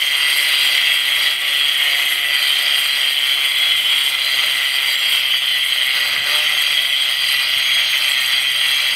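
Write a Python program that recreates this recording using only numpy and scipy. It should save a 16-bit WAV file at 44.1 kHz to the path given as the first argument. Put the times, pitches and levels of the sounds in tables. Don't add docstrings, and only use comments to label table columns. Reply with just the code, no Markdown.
import sys
import numpy as np
from scipy import signal
from scipy.fft import rfft, irfft, next_fast_len
from scipy.io import wavfile

SR = 44100
rng = np.random.default_rng(int(sys.argv[2]) if len(sys.argv) > 2 else 0)


def dump_mix(stems):
    frames = np.atleast_2d(stems).T
    limited = np.clip(frames, -1, 1)
    pcm = np.round(limited * 32767).astype(np.int16)
    wavfile.write(sys.argv[1], SR, pcm)


def ratio(d):
    e = np.asarray(d, float) / 20
    return 10 ** e


N = 394694
TIME_S = np.arange(N) / SR
SLOW_S = np.arange(0, N + 64, 64) / SR
SIZE = next_fast_len(N + SR)
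HZ = np.fft.rfftfreq(SIZE, 1 / SR)


def rms_one(x):
    return x / np.sqrt(np.mean(x ** 2) + 1e-20)


def in_time(rows):
    s, *columns = np.transpose(rows)
    return [np.interp(TIME_S, s, column) for column in columns]


def smooth(slow):
    return np.interp(TIME_S, SLOW_S, slow)


def swells(rows):
    return smooth(sum(height * np.exp(-2 * ((SLOW_S - s) / length_s) ** 2) for s, height, length_s in rows))


def drift(rate_hz):
    hop = 40
    r = np.exp(-2 * np.pi * rate_hz * hop / SR)
    noise = rng.standard_normal(N // hop + 2002)
    slow = signal.lfilter([1], [1, -2 * r, r * r], noise)[2000:]
    return np.interp(np.arange(N) / hop, np.arange(len(slow)), rms_one(slow))


def coloured(x, spectrum):
    hz, db = np.transpose(spectrum)
    gain = ratio(np.interp(np.log(HZ + 1), np.log(hz), db))
    return rms_one(irfft(rfft(x, SIZE) * gain, SIZE)[:N])


def ring(force, modes, wander_db, order=1):
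    out = np.zeros(N)
    for k, (hz, width, db) in enumerate(modes):
        r = np.exp(-np.pi * width * np.sqrt(order) / SR)
        zeros = [(1 - r * r) / 2, 0, (r * r - 1) / 2]
        poles = [1, -2 * r * np.cos(2 * np.pi * hz / SR), r * r]
        tone = force * ratio(db + wander_db * drift(1.5))
        for _ in range(order):
            tone = signal.lfilter(zeros, poles, tone)
        out += tone * (-1) ** k
    return rms_one(out)


# t/s, rate/turns per s
DISC_SPEED = [(0, 141), (1.0, 143), (1.75, 143.2), (2.0, 141.8), (2.75, 141.4), (3.0, 139.4), (3.75, 138.6),
              (4.0, 136.4), (5.2, 134.1), (5.75, 130.7), (6.05, 130.6), (6.36, 151.5), (6.56, 149),
              (6.85, 139), (7.25, 134.6), (7.75, 137.2), (8.65, 131.1), (8.95, 133.3)]


def disc_speed():
    return in_time(DISC_SPEED)[0]


# t/s, change of contact force/dB, length/s
HAND_NUDGES = [(0.56, 2.5, 0.41), (0.87, 0.5, 0.075), (0.997, -1.9, 0.078), (1.248, 1.8, 0.15),
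               (1.38, -4.5, 0.056), (2.248, -2.3, 0.067), (2.675, 1.7, 0.4), (3.17, -2.1, 0.076),
               (3.532, -2.3, 0.06), (3.83, -1.5, 0.16), (4.16, -1.5, 0.075), (4.42, 1.5, 0.15),
               (4.71, -3, 0.04), (4.974, -4, 0.025), (5.136, 3, 0.067), (5.4, -4, 0.023),
               (5.485, 1.0, 0.09), (5.523, -2.9, 0.32), (5.963, 2.1, 0.035), (6.214, -6, 0.063),
               (6.355, 1, 0.068), (6.91, -2, 0.13), (7.174, -1.5, 0.066), (8.047, 1.5, 0.11),
               (8.33, 3, 0.022), (8.48, -2.4, 0.16)]


def hand_force():
    return swells(HAND_NUDGES)


def skip():
    return swells([(6.23, 1, 0.35)])


def bite(turns, depth):
    return 1 - depth + depth * 1.8 * np.exp(-3.0 * (turns % 1))


def grit(turns, per_s, spread_db, depth):
    sizes = ratio(spread_db * np.minimum(rng.exponential(1, N), 5)) * rng.choice([-1, 1], N)
    breaks = rng.random(N) < per_s / SR
    return rms_one(sizes * breaks * bite(turns, np.clip(depth, 0, 1)))


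def rim(turns, lasts_turns, points=256):
    wear = turns / lasts_turns
    profiles = rng.standard_normal((400, points)) * bite(np.arange(points) / points, 0.81)
    old, place = wear.astype(int) % 399, (turns % 1 * points).astype(int)
    blend = wear % 1 * np.pi / 2
    return rms_one(np.cos(blend) * profiles[old, place] + np.sin(blend) * profiles[old + 1, place])


def high_spot(turns, spread_db, jitter_s):
    at = np.flatnonzero(np.diff(np.floor(turns)))
    chance = rng.standard_normal((len(at), 2))
    late = (jitter_s * SR * chance[:, 0]).astype(int)
    knocks = np.zeros(N)
    knocks[np.clip(at + late, 0, N - 1)] = ratio(spread_db * chance[:, 1])
    return rms_one(knocks)


# f/Hz, width/Hz, level/dB
TILE_MODES = [(1856.4, 17.4, -11), (1970, 33, -5.5), (2085, 63.6, -6.5), (2142, 66, -7.5), (2323, 34, -8.5),
              (2436, 28, -10.5), (2559, 81, -13.5), (2685, 35, -8.5), (2830, 143, -11), (2917, 49, -7.5),
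              (3043, 37, -3.5), (3179, 31.5, -2), (3312, 45, -5.5), (3435, 41, -11.5), (3586, 66, -17)]


def tiles(coarse, profile, thud, force_db):
    struck = coarse + ratio(-5) * profile + ratio(-2.5) * thud
    tile_db = -18 + 0.67 * force_db + 0.28 * drift(17)
    return ratio(tile_db) * ring(struck, TILE_MODES, wander_db=1.34)


# f/Hz, width/Hz, level/dB
GUARD_MODES = [(3780, 90, -8), (3930, 110, -14), (4043, 50, -4), (4140, 60, -1), (4240, 90, -14),
               (4365, 120, -12), (4540, 110, -13), (4690, 80, -1), (4860, 120, -14), (4990, 110, -16),
               (5093, 30, -12)]
# t/s, rise/dB, length/s
GUARD_BUZZES = [
    (.72, 3, 0.22),
    (1.3, 3.5, .1),
    (4.95, 2.5, .08),
    (7.35, 2, 0.33),
    (8.75, 3, 0.1),
]


def guard(coarse, profile, force_db):
    sinking_db = 0.4048 * TIME_S
    guard_db = -31.5 + 1.37 * force_db + sinking_db + 4.5 * skip() + swells(GUARD_BUZZES)
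    metal = ring(coarse + ratio(-2.0) * profile, GUARD_MODES, wander_db=-1.46)
    return ratio(guard_db + 1.04 * drift(10)) * metal


# f/Hz, width/Hz, level/dB
DISC_MODES = [(7546, 42, -9), (7740, 50, -15), (7829, 40, -9), (8373, 36, -11), (8645, 58, 0),
              (9720, 90, -16), (9952, 50, -14), (10500, 250, -14), (10790, 130, -13), (11345, 70, -4),
              (11930, 150, -16), (12520, 130, -12), (12680, 130, -13), (13495, 70, -16), (14295, 150, -11),
              (15550, 70, -14)]
# f/Hz, width/Hz, level/dB
DISC_LOW_MODES = [(5592, 70, -2), (5945, 50, -5), (6408, 80, 0)]
# t/s, level/dB
DISC_LEAN = [
    (0, -43),
    (2.5, -44),
    (5, -44.5),
    (6, -43.5),
    (6.4, -40),
    (7, -44),
    (8, -39.5),
    (8.95, -39),
]


def disc(fine, profile, force_db):
    steel = fine + ratio(-2.0) * profile
    pressed_db = 0.62 * force_db
    high_db = -33.5 + pressed_db + 1.85 * drift(17.5)
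    low_db = in_time(DISC_LEAN)[0] + pressed_db + 0.91 * drift(7.9)
    high = ratio(high_db) * ring(steel, DISC_MODES, wander_db=-0.8, order=2)
    return high + ratio(low_db) * ring(steel, DISC_LOW_MODES, wander_db=2.0, order=2)


# f/Hz, width/Hz, level/dB
SLAB_MODES = [(233, 12, -12.5), (601.3, 9.5, 8.5), (782, 12, -3), (919, 30, 4.5), (1194, 25, -7),
              (1338, 22.3, 12)]
# f/Hz, level/dB per Hz
FLOOR_RUMBLE = [(100, -47), (170, -29), (439, -19.5), (583, -13), (638, -22), (706, -8.5), (856, -15.5),
                (1290, -5), (1730, -6), (1900, -14.5), (2470, -70), (4180, -120)]


def slab(coarse, profile, thud, force_db):
    shake = coarse + ratio(-7.0) * profile + ratio(-9) * thud
    floor = coloured(shake, FLOOR_RUMBLE) + ratio(-4) * ring(shake, SLAB_MODES, wander_db=1.0)
    return ratio(-35.5 + 1.04 * force_db + 5.5 * skip() + 0.47 * drift(20)) * floor


def cutting(turns, force_db):
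    thud = high_spot(turns, spread_db=4.0, jitter_s=.0002)
    profile = rim(turns, lasts_turns=16.0)
    coarse = grit(turns, per_s=3500, spread_db=2.5, depth=0.79)
    fine = grit(turns, per_s=9000, spread_db=4.5, depth=0.6) * bite(4 * turns, 0.1)
    hard = tiles(coarse, profile, thud, force_db) + guard(coarse, profile, force_db)
    return hard + disc(fine, profile, force_db) + slab(coarse, profile, thud, force_db)


WHINE_ORDERS = (23, 24, 25, 29)
# f/Hz, width/Hz, level/dB
WHINE_RESONANCES = [(3065, 70, -4), (3185, 110, 0), (3295, 60, 0), (4125, 25, -7)]
# t/s, rise/dB, length/s
DISC_SINGS = [(.7, 4, .3), (1.05, 8, .4), (1.75, 6, .3), (2.65, 4, .3), (3.25, 5, .4), (3.75, 9, .5),
              (4.85, 5, .35), (5.45, 8, .55), (6.95, 4, .3), (7.8, 7, .4), (8.65, 7, .5)]


def whine(speed, turns, force_db):
    out, sings_db = 0, swells(DISC_SINGS)
    slow_speed = np.interp(SLOW_S, TIME_S, speed)
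    for k in WHINE_ORDERS:
        near = sum(ratio(2 * db) / (1 + (2 * (k * slow_speed - hz) / width) ** 2)
                   for hz, width, db in WHINE_RESONANCES)
        sharpness = 1.3
        db = -29 + smooth(sharpness * 10 * np.log10(near)) + force_db + sings_db
        phase = 2 * np.pi * k * turns + .3 * drift(9)
        out = out + ratio(db + 1.2 * drift(6)) * np.sin(phase)
    return out


# multiple of disc speed, level/dB
ARMATURE_HUM = [(2.5, 5.5), (5, 8), (10, -28)]


def hum(speed, turns):
    faster = speed - 138.6
    unbalance_db = -64.5 + 1.12 * TIME_S + .2 * faster + 1.5 * drift(4)
    armature_db = -59 + 0.47 * faster - .45 * TIME_S
    out = ratio(unbalance_db + 1.0) * np.sin(2 * np.pi * turns)
    for k, db in ARMATURE_HUM:
        out += ratio(armature_db + db + 2.0 * drift(2.2)) * np.sin(2 * np.pi * k * turns)
    return out


# f/Hz, level/dB per Hz
SHUDDER_SPECTRUM = [(15, -17), (35, -15), (60, -8), (105, -2), (190, -6), (300, -10), (600, -50)]
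# t/s, rise/dB
BODY_JOLTS = [(1.17, 4), (1.3, 6), (2.9, 5), (3.08, -2), (3.81, 4.5), (3.98, 7), (5.14, 6), (5.62, 3),
              (5.94, 6), (6.11, 10), (6.2, 13), (6.29, 4), (7.35, 7), (7.57, 8), (8.35, 9), (8.93, 11)]


def shudder():
    jolts_db = swells([(at, db, 0.072) for at, db in BODY_JOLTS])
    body = coloured(rng.standard_normal(N), SHUDDER_SPECTRUM)
    return ratio(-61 + jolts_db + 1.3 * drift(14.0)) * body


# f/Hz, level/dB per Hz
AIR_SPECTRUM = [(3500, -25), (5000, 5), (5350, 3), (6150, 1), (7100, -3.5), (8100, 0.5), (9100, 4),
                (10400, 2), (11700, 6), (13100, -16), (13800, 8), (14900, -16), (15400, 3), (15750, -1.5)]


def hiss(force_db):
    hiss_db = -35.5 + 1.6 * force_db - 0.27 * TIME_S + 0.5 * skip()
    return ratio(hiss_db + 1.5 * drift(12.0)) * coloured(rng.standard_normal(N), AIR_SPECTRUM)


def room(x):
    t60_s = .4 / (1 + HZ / 6000)
    echoes = 0
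    for k, lag_s in enumerate(rng.uniform(.02, .05, 10)):
        loop = ratio(-60 * lag_s / t60_s) * np.exp(-2j * np.pi * HZ * lag_s)
        echoes = echoes + (-1) ** k * loop / (1 - loop)
    wet = irfft(rfft(x, SIZE) * echoes, SIZE)[:N]
    return rms_one(wet) * np.std(x)


def scene():
    speed, force_db = disc_speed(), hand_force()
    turns = np.cumsum(speed) / SR
    grinder = cutting(turns, force_db) + whine(speed, turns, force_db)
    grinder += hum(speed, turns) + shudder() + hiss(force_db)
    return (ratio(-0.15) * grinder + ratio(-15) * room(grinder))[None]


def between(x, low_hz, high_hz):
    return irfft(rfft(x, SIZE) * ((HZ >= low_hz) & (HZ < high_hz)), SIZE)[:N]


# lower f/Hz, upper f/Hz
QUIET_VALLEYS = [(390, 550), (5200, 5480), (6620, 7420), (14600, 15250)]
# start t/s, full t/s, end t/s, share lost before, share lost when full
VALLEY_LOSS = [
    (6.3, 7.7, 8.25, 0, .68),
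    (2, 4, 5.5, .3, .48),
    (4.6, 6.9, 10, 0, 1.7),
    (5.8, 7.7, 10, .1, .6),
]


def thin_valleys(x):
    for (low_hz, high_hz), (starts, full, ends, before, most) in zip(QUIET_VALLEYS, VALLEY_LOSS):
        lost, = in_time([(starts, before), (full, most), (ends, most), (ends + .2, before)])
        x = x - np.clip(lost * (1 + .33 * drift(10)), 0, 1) * between(x, low_hz, high_hz)
    return x


def low_pass(x):
    return signal.sosfilt(signal.butter(12, 15970, fs=SR, output="sos"), x)


def record(dry):
    rounded = 0.82 * np.tanh(dry[0] / 0.75)
    mix = thin_valleys(between(rounded, 0, 15740))
    return low_pass(mix[None])


dry = scene()
out = record(dry)
dump_mix(out)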